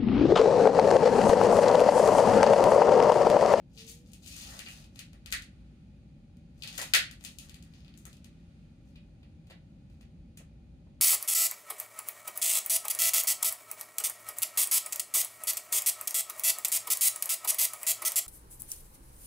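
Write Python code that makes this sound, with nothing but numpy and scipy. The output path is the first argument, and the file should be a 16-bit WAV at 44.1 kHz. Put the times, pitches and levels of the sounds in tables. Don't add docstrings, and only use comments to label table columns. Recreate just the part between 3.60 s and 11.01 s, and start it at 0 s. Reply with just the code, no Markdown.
import sys
import numpy as np
from scipy import signal
from scipy.fft import rfft, irfft, next_fast_len
from scipy.io import wavfile
from scipy.ndimage import uniform_filter1d

SR = 44100
rng = np.random.default_rng(int(sys.argv[2]) if len(sys.argv) > 2 else 0)


def decibels_to_gain(level_db):
    exponent = np.asarray(level_db, float) / 20
    return 10 ** exponent


def generate_wav(signal):
    frames = np.transpose(np.atleast_2d(signal))
    scaled = np.clip(frames, -1, 1) * 32767
    pcm = np.round(scaled).astype(np.int16)
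    wavfile.write(sys.argv[1], SR, pcm)


N = 326600


def rms_one(x):
    return x / np.sqrt(np.mean(x ** 2) + 1e-24)


def at_hz(points, hz):
    table = np.array(points)
    return np.interp(np.log(hz), np.log(table[:, 0]), table[:, 1])


def in_time(rows, column, outside):
    table = np.array(rows)
    return np.interp(np.arange(N) / SR, table[:, 0], table[:, column], outside, outside)


def band_pass(order, low_hz, high_hz, x):
    sos = signal.butter(order, [low_hz, high_hz], "band", fs=SR, output="sos")
    return signal.sosfilt(sos, x)


# t/s, peak level/dB, plate weight level/dB and edge level/dB (both relative to the peak)
REACHING = [(0.175, -41.5, -24, -24), (0.5179, -51, -18, 1), (0.5332, -38, -26, -1.5),
            (0.661, -42.5, -20.5, -8), (0.7644, -37, -8, -0.5), (0.9911, -30.5, -12.5, -7),
            (1.062, -39, -10, -31), (1.2416, -49.5, -32, -13), (1.3584, -44.5, -15.5, -10),
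            (1.3912, -30.5, -17.5, -7), (1.5313, -49, -8.5, -7), (1.6597, -35, -15, -9.5),
            (1.7038, -41, -18, -7), (1.7175, -33.5, -2.5, 5.5), (1.7246, -15.5, -8.5, -7),
            (1.821, -40, -26, -5), (2.7694, -57.5, -20, -5.5)]
# t/s, peak level/dB, weight
# level/dB, edge level/dB
POUNCE = [(3.022, -30.5, -34.5, -18), (3.035, -31, -18.5, -14), (3.074, -32, -25.5, -10.5),
          (3.0797, -45.5, -16, -10), (3.1268, -40, -12, -10.5), (3.153, -42, -25.5, -10),
          (3.168, -48, -25, -7.5), (3.1785, -26, -27.5, -1.5), (3.1809, -25.5, -4, -5.5),
          (3.1984, -39, -2.5, -7.5), (3.215, -21.5, -14.5, -5), (3.2294, -37.5, -10.5, -4),
          (3.3362, -6, -10.5, -11.5), (3.3487, -8, -12, -5), (3.5113, -35.5, -13.5, -7)]
# t/s, peak level/dB, weight level/dB, edge level/dB
SETTLING = [(3.6087, -48, -15, -10), (3.6395, -36.5, -3, 2), (3.6488, -28.5, -31, -5),
            (3.678, -50, -32, -6), (3.7855, -32.5, -34, -3), (3.828, -54, -23, -11), (3.887, -52, -12, -6),
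            (3.895, -39.5, -20, -8), (3.9432, -38, -18, -7.5), (4.025, -45, -22, -4),
            (4.1365, -48.5, -16, -16), (4.2051, -51.5, -20, -19), (4.2467, -51.5, -18, -18),
            (4.2803, -49, -17, -19), (4.339, -52, -19.5, -20.5), (4.3754, -43, -20, 4),
            (4.4533, -37, -6.5, 2.5), (4.4644, -45.5, -10, 5), (4.5291, -46.5, -35, -6.5),
            (4.5682, -52, -30, -5), (4.6441, -44, -16, -5.5)]


def claw_ticks():
    return contacts(REACHING + POUNCE + SETTLING, pan_db=8, wall_db=2.33, smear_s=.0016, count=14)


# t/s, peak level/dB, weight level/dB, edge level/dB
PAD_TAPS = [(5.2694, -73, -5.5, -13), (5.3562, -50, -21.5, -17), (5.6295, -55.5, -16.5, -18),
            (5.8694, -57.5, -18, -6), (5.8984, -49.5, -14, -12), (5.9055, -44, -11.5, -12),
            (6.2985, -60.5, -17, -9), (6.3394, -66, -14, -18), (6.4093, -51.5, -14, -6.5),
            (6.425, -66, -10, -14), (6.772, -42, -15, 2.5), (6.8007, -57, -12, 12), (7.2686, -65, -7, -11)]


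def pad_taps():
    return contacts(PAD_TAPS, pan_db=2, wall_db=0.5, smear_s=.006, count=70)


# f/Hz, part (0 thud, 1 plate, 2 claw, 3 edge), level/dB
PARTS = [(150, 0, -29), (445, 0, -4.4), (970, 0, -5.5), (1434, 1, 0.14), (1940, 1, 8), (2600, 2, -0.67),
         (4800, 2, -5.5), (6200, 3, -1.96), (16450, 3, 3.5)]


def contacts(rows, pan_db, wall_db, smear_s, count):
    out = np.zeros((2, 2, N + 2048))
    hz = np.arange(1, 1026) * SR / 2048
    knots = np.geomspace(300, 20000, count)
    peaks_db = np.array(rows)[:, 1:2]
    longer = decibels_to_gain(0.28 * np.clip(-30 - peaks_db, -25, 20))
    delays = smear_s * rng.random((len(rows), count)) ** 2 * longer
    shadow = ear_difference(pan_db, hz)
    fade = np.hanning(4096)[2048:]
    for (s, peak_db, weight_db, edge_db), delay in zip(rows, delays):
        thud_db = -4 + weight_db - 0.68 * (peak_db + 49.5)
        parts = np.array([thud_db + 10, weight_db + 3.5, 0., edge_db - 4.5])
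        spectrum = [(edge, parts[part] + db) for edge, part, db in PARTS]
        gain_db = at_hz(spectrum, hz) + tray_colour(hz)
        gain_db += 0.16 * (peak_db + 7.5) * np.maximum(np.log2(hz / 12000), 0)
        phase = 2 * np.pi * np.cumsum(np.interp(hz, knots, delay)) * hz[0]
        click = rfft(causal(gain_db + shadow)) * np.exp(-1j * phase)
        pair = irfft(click) * fade
        pair *= decibels_to_gain(peak_db) / np.abs(pair.mean(axis=0)).max()
        sends_db = np.array([0, wall_db + 0.14 * (peak_db + 12)])
        at = round(s * SR)
        out[:, :, at:at + 2048] += pair * decibels_to_gain(sends_db)[:, None, None]
    return out[:, :, :N]


# f/Hz, width f/Hz, level/dB above the slope
TRAY = [(561.6, 630, 8.5), (800, 350, 3.5), (1185, 83, 3), (1720, 200, 0.5), (2478, 120, 2.5),
        (3040, 770, 2), (4622, 800, 2.5), (6660, 1300, 7.5), (9430, 1900, 6)]


def tray_colour(hz):
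    bumps = sum(db / (1 + (2 * (hz - centre) / width) ** 2) for centre, width, db in TRAY)
    return bumps - 1.5 * np.log2(hz / 3000)


# f/Hz, share of the left-right difference
SHADOW = [(700, .05), (1400, 0.13), (2400, 0.58), (4400, 2.1), (8000, 2.7), (15000, 2)]


def ear_difference(pan_db, hz):
    return np.outer([.5, -.5], pan_db * at_hz(SHADOW, hz))


def causal(gain_db):
    cepstrum = irfft(gain_db * np.log(10) / 20)
    half = cepstrum.shape[-1] // 2
    cepstrum[..., 1:half] *= 2
    cepstrum[..., half + 1:] = 0
    return irfft(np.exp(rfft(cepstrum)))


# low f/Hz, high f/Hz
DRAG_BANDS = [
    (420, 1250),
    (1300, 2200),
    (2200, 5500),
    (5500, 18000),
]


def drags():
    slips_per_s, uneven_db, pan_db = 2500.0, 7.5, 5.5
    sizes = decibels_to_gain(uneven_db * np.minimum(rng.exponential(1, (2, N)), 4))
    sizes = sizes * rng.choice([-1, 1], (2, N))
    slips = sizes * (rng.random((2, N)) < slips_per_s / SR) + 1e-18
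    slow = signal.butter(2, 45, fs=SR, output="sos")
    clumps = signal.sosfilt(slow, rng.standard_normal((4, N)))
    out, levels_db = np.zeros(N), grip()
    for k, (low_hz, high_hz) in enumerate(DRAG_BANDS):
        patches_db = 0.47 * rms_one(clumps[0] + clumps[k])
        scrape = rms_one(band_pass(3, low_hz, high_hz, slips[k % 2]))
        out += decibels_to_gain(levels_db[k] - 10 + patches_db) * scrape
    hz = np.arange(1, 1026) * SR / 2048
    brighter_db = 2.2 * np.log2(hz / 3000)
    body = causal(tray_colour(hz) + brighter_db + ear_difference(pan_db, hz))
    return signal.fftconvolve(out[None], body, axes=1)[:, :N]


# full at t/s, held t/s, level/dB, weight level/dB, edge level/dB
STROKES = [(0.19, 0.0099, -54, -23.5, -5), (0.278, 0.024, -53.5, -28, 0), (0.476, .004, -65.5, -17, -7),
           (0.538, 0.009, -68, -17, -1), (1.38, 0.011, -62.5, -15, -4.5), (3.04, 0.0076, -59.5, -7, 0),
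           (3.085, .01, -53.5, -17, -7), (3.13, .008, -55.5, -14, -7), (3.189, 0.032, -49, -14, 4),
           (3.657, .015, -58.5, -13, 0), (3.82, .01, -64.5, -7, 2.5), (3.95, 0.22, -78, -2, -5),
           (4.15, 0.012, -69, -12, -4.5), (4.21, .008, -75, -12, -14), (4.25, 0.0095, -74, -19, -16.5),
           (4.285, 0.0077, -82, -14, -10), (4.345, .01, -76, -12, -12), (4.385, 0.0058, -75.5, -11, 6.5),
           (4.49, 0.014, -70, -18, -4), (5.27, 0.036, -82, -17, -3), (6.33, 0.017, -82, -15, -5.5),
           (6.42, 0.0092, -80, -8, -8)]
# t/s, pressure level/dB, weight level/dB
SLIDE = [
    (0.6, -75, -12),
    (0.665, -50.5, -30),
    (0.74, -54.5, -23),
    (0.8, -50.5, -20.5),
    (0.95, -56.5, 0.5),
    (1.03, -61.5, -36),
    (1.08, -56, -12),
    (1.25, -67.5, -8.5),
    (1.32, -143, -15),
]


def grip():
    rise_db_per_s, fall_db_per_s, thud_db = 328, 230.5, -2.5
    t, weight_db = np.arange(N) / SR, in_time(SLIDE, 2, 0)
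    parts = np.array([weight_db + thud_db, weight_db, 0 * t, 0 * t - 1.5])
    levels = in_time(SLIDE, 1, -150) + parts
    for s, held_s, level_db, weight_db, edge_db in STROKES:
        near = slice(max(round((s - .2) * SR), 0), round((s + held_s + .3) * SR))
        rise_db = rise_db_per_s * np.maximum(s - t[near], 0)
        fall_db = fall_db_per_s * np.maximum(t[near] - s - held_s, 0)
        parts = np.array([[weight_db + thud_db], [weight_db], [0], [edge_db]])
        levels[:, near] = np.maximum(levels[:, near], level_db - rise_db - fall_db + parts)
    return levels


# t/s, peak level/dB, f/Hz
THUMPS = [(1.728, -53, 905), (3.186, -40, 770), (3.215, -42.5, 700), (3.342, -37, 766), (3.362, -38, 620),
          (4.458, -55.5, 1110), (4.468, -59.5, 550), (5.902, -50.5, 519), (5.94, -73, 595),
          (6.795, -55, 550), (6.802, -60, 1350), (7.262, -63, 480)]
# t/s, length t/s, level/dB
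CHATTER = [
    (0.995, 0.046, -55),
    (1.065, 0.061, -51),
]


def thumps():
    rise_s, t60_s, width = .004, .09, .35
    out, t = np.zeros(N + SR), np.arange(SR // 5) / SR
    puffs = rng.standard_normal((len(THUMPS), len(t)))
    puffs = puffs * (1 - np.exp(-t / rise_s)) * decibels_to_gain(-60 * t / t60_s)
    for (s, db, hz), puff in zip(THUMPS, puffs):
        body = band_pass(2, hz * (1 - width), hz * (1 + width), puff)
        at = round(s * SR)
        out[at:at + len(t)] += decibels_to_gain(db) * body / np.abs(body).max()
    rim_hz, rim_width_hz = 2700, 610
    for s, length_s, db in CHATTER:
        knocks = rng.standard_normal(len(t)) ** 3
        rattle = rms_one(band_pass(2, rim_hz - rim_width_hz / 2, rim_hz + rim_width_hz / 2, knocks))
        swell = np.sin(np.pi * np.minimum(t / length_s, 1) ** .5)
        at = round(s * SR)
        out[at:at + len(t)] += decibels_to_gain(db) * rattle * swell
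    return out[:N]


# f/Hz, level/dB, time to fade by 60 dB t/s
SPRING = [
    (2490, -67, 0.13),
    (2960, -70, .07),
    (3763, -69, .045),
    (5017, -77, .05),
]


def spring():
    t = np.maximum(np.arange(N) / SR - 5.355, 0)
    out = np.zeros(N)
    for hz, db, t60_s in SPRING:
        out += decibels_to_gain(db - 60 * np.minimum(t, 1) / t60_s) * np.sin(2 * np.pi * hz * t)
    return out


# f/Hz, time to fade by 60 dB t/s, left level/dB, right level/dB
WALLS = [(400, .25, -3, -3), (800, .24, -3, -1), (1600, .27, -.5, 2.5), (3200, .27, -1, -2),
         (6400, .22, -3, -4.5), (12800, .16, -2.5, -3.5)]
# t/s, left level/dB, right level/dB
ECHOES = [(.0015, -1, -3), (.0042, -6, -10.5), (.0088, -7, 0), (0.012, -11.5, -2.5), (0.0175, -17.5, -3),
          (.026, -14.5, -9.5)]


def room(dry):
    tail_db, build_s, scatter_s = -21.0, .009, .0006
    t = np.arange(SR // 2) / SR
    tail, early = np.zeros((2, 2, len(t)))
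    for hz, t60_s, left_db, right_db in WALLS:
        noise = rng.standard_normal(tail.shape)
        band = band_pass(2, hz / np.sqrt(2), min(hz * np.sqrt(2), .45 * SR), noise)
        fade = decibels_to_gain(np.array([[left_db], [right_db]]) - 60 * t / t60_s)
        tail += band / band.std() * np.sqrt(hz / SR * 2) * fade
    tail *= decibels_to_gain(tail_db) * (1 - np.exp(-(t / build_s) ** 2))
    for s, left_db, right_db in ECHOES:
        scatter = rng.standard_normal((2, 200)) * np.exp(-t[:200] / scatter_s)
        scatter /= np.sqrt(np.sum(scatter ** 2, axis=1, keepdims=True))
        at = round(s * SR)
        early[:, at:at + 200] += scatter * decibels_to_gain(np.array([[left_db], [right_db]]))
    late = signal.fftconvolve(dry.mean(axis=0, keepdims=True), tail, axes=1)
    return (late + signal.fftconvolve(dry, early, axes=1))[:, :N]


# f/Hz, level/dB per Hz
RUMBLE = [(12, -60.5), (20, -23.5), (30, -12.5), (53, -1), (109, -6), (133, -5), (163, -0.5), (189, -5.5),
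          (220, -5.5), (346, -18.5), (430, -29.5), (572, -22), (699, -35.5), (787, -27.5), (1100, -48.5),
          (1430, -82.5), (2420, -120)]
# t/s, swell level/dB
STEPS = [
    (0.95, 2.5),
    (1.71, 7.5),
    (2.0, 5),
    (2.45, 1),
    (4.0, 2.5),
    (6.3, 3),
    (6.6, 4.5),
    (6.92, 2),
    (7.15, 6),
]


def rumble():
    steady = air(RUMBLE, level_db=-54) * decibels_to_gain(np.array([[.3], [-.3]]))
    low = signal.sosfiltfilt(signal.butter(3, 78, fs=SR, output="sos"), steady)
    t, step_s = np.arange(N) / SR, .09
    swell_db = sum(db * np.exp(-((t - s) / step_s) ** 2) for s, db in STEPS)
    both = steady - low + rms_one(low) * decibels_to_gain(-59.5 + swell_db)
    return signal.sosfilt(signal.butter(3, 35, "high", fs=SR, output="sos"), both)


# f/Hz, level/dB per Hz
HISS = [(650, -40), (1100, -9.5), (1460, -4.5), (1580, -10), (1790, -7), (2220, -7.5), (2400, -7),
        (3260, -8.5), (4690, -10), (5370, -16), (6740, -14.5), (8170, -23), (8850, -13.5), (9800, -23),
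        (16500, -31.5)]
# t/s, level/dB
HISS_SWELL = [(0, 0.5), (1.9, 6), (2.3, 3.5), (2.7, 2), (3, 3.5), (4.6, 6), (5, 5.5), (5.2, 3), (6, 2.5),
              (7.4, 1.5)]


def hiss():
    steady = air(HISS, level_db=-79.5) * decibels_to_gain(in_time(HISS_SWELL, 1, None))
    return steady + decibels_to_gain(-0.5) * band_pass(1, 2400, 2520, steady)


# f/Hz, likeness (1 the same, 0 unrelated)
LIKENESS = [(30, 0.91), (60, 0.99), (130, 0.94), (290, 0.96), (640, 0.31), (1410, 0.015), (16000, 0)]


def air(spectrum, level_db):
    size = next_fast_len(N)
    hz = np.maximum(np.arange(size // 2 + 1) * SR / size, 1)
    alike = np.clip(at_hz(LIKENESS, hz), -.99, .99)
    mid, side = rfft(rng.standard_normal((2, size))) * decibels_to_gain(at_hz(spectrum, hz))
    pair = np.sqrt(1 + alike) * mid + np.sqrt(1 - alike) * side * [[1], [-1]]
    return decibels_to_gain(level_db) * rms_one(irfft(pair, size)[:, :N])


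# t/s, f/Hz, level/dB
WHINE = [
    (0.12, 481.6, -79),
    (0.14, 500, -79),
    (0.17, 454, -71),
    (0.228, 447, -61),
    (0.298, 457, -66.5),
    (0.514, 506, -76.5),
    (0.55, 495, -79),
]


def whine():
    tone = np.sin(2 * np.pi * np.cumsum(in_time(WHINE, 1, None)) / SR)
    loudness = uniform_filter1d(decibels_to_gain(in_time(WHINE, 2, -150)), size=900)
    return np.sqrt(2) * tone * loudness


def scene():
    thump_sends = decibels_to_gain(np.array([0, -10]))[:, None, None]
    tray = claw_ticks() + pad_taps() + drags() + spring() + thumps() * thump_sends
    direct, to_walls = tray
    direct[1] = np.roll(direct[1], 6)
    return direct + room(to_walls) + rumble() + hiss() + whine()


def roll_off(x):
    return signal.sosfilt(signal.butter(12, 16650, fs=SR, output="sos"), x)


def record(dry):
    dull = signal.sosfilt(signal.cheby2(10, 40, 16200, fs=SR, output="sos"), dry)
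    dull = signal.sosfilt(signal.butter(1, 14000, fs=SR, output="sos"), dull)
    return roll_off(np.tanh(dull / 0.92))


dry = scene()
out = record(dry)
generate_wav(out)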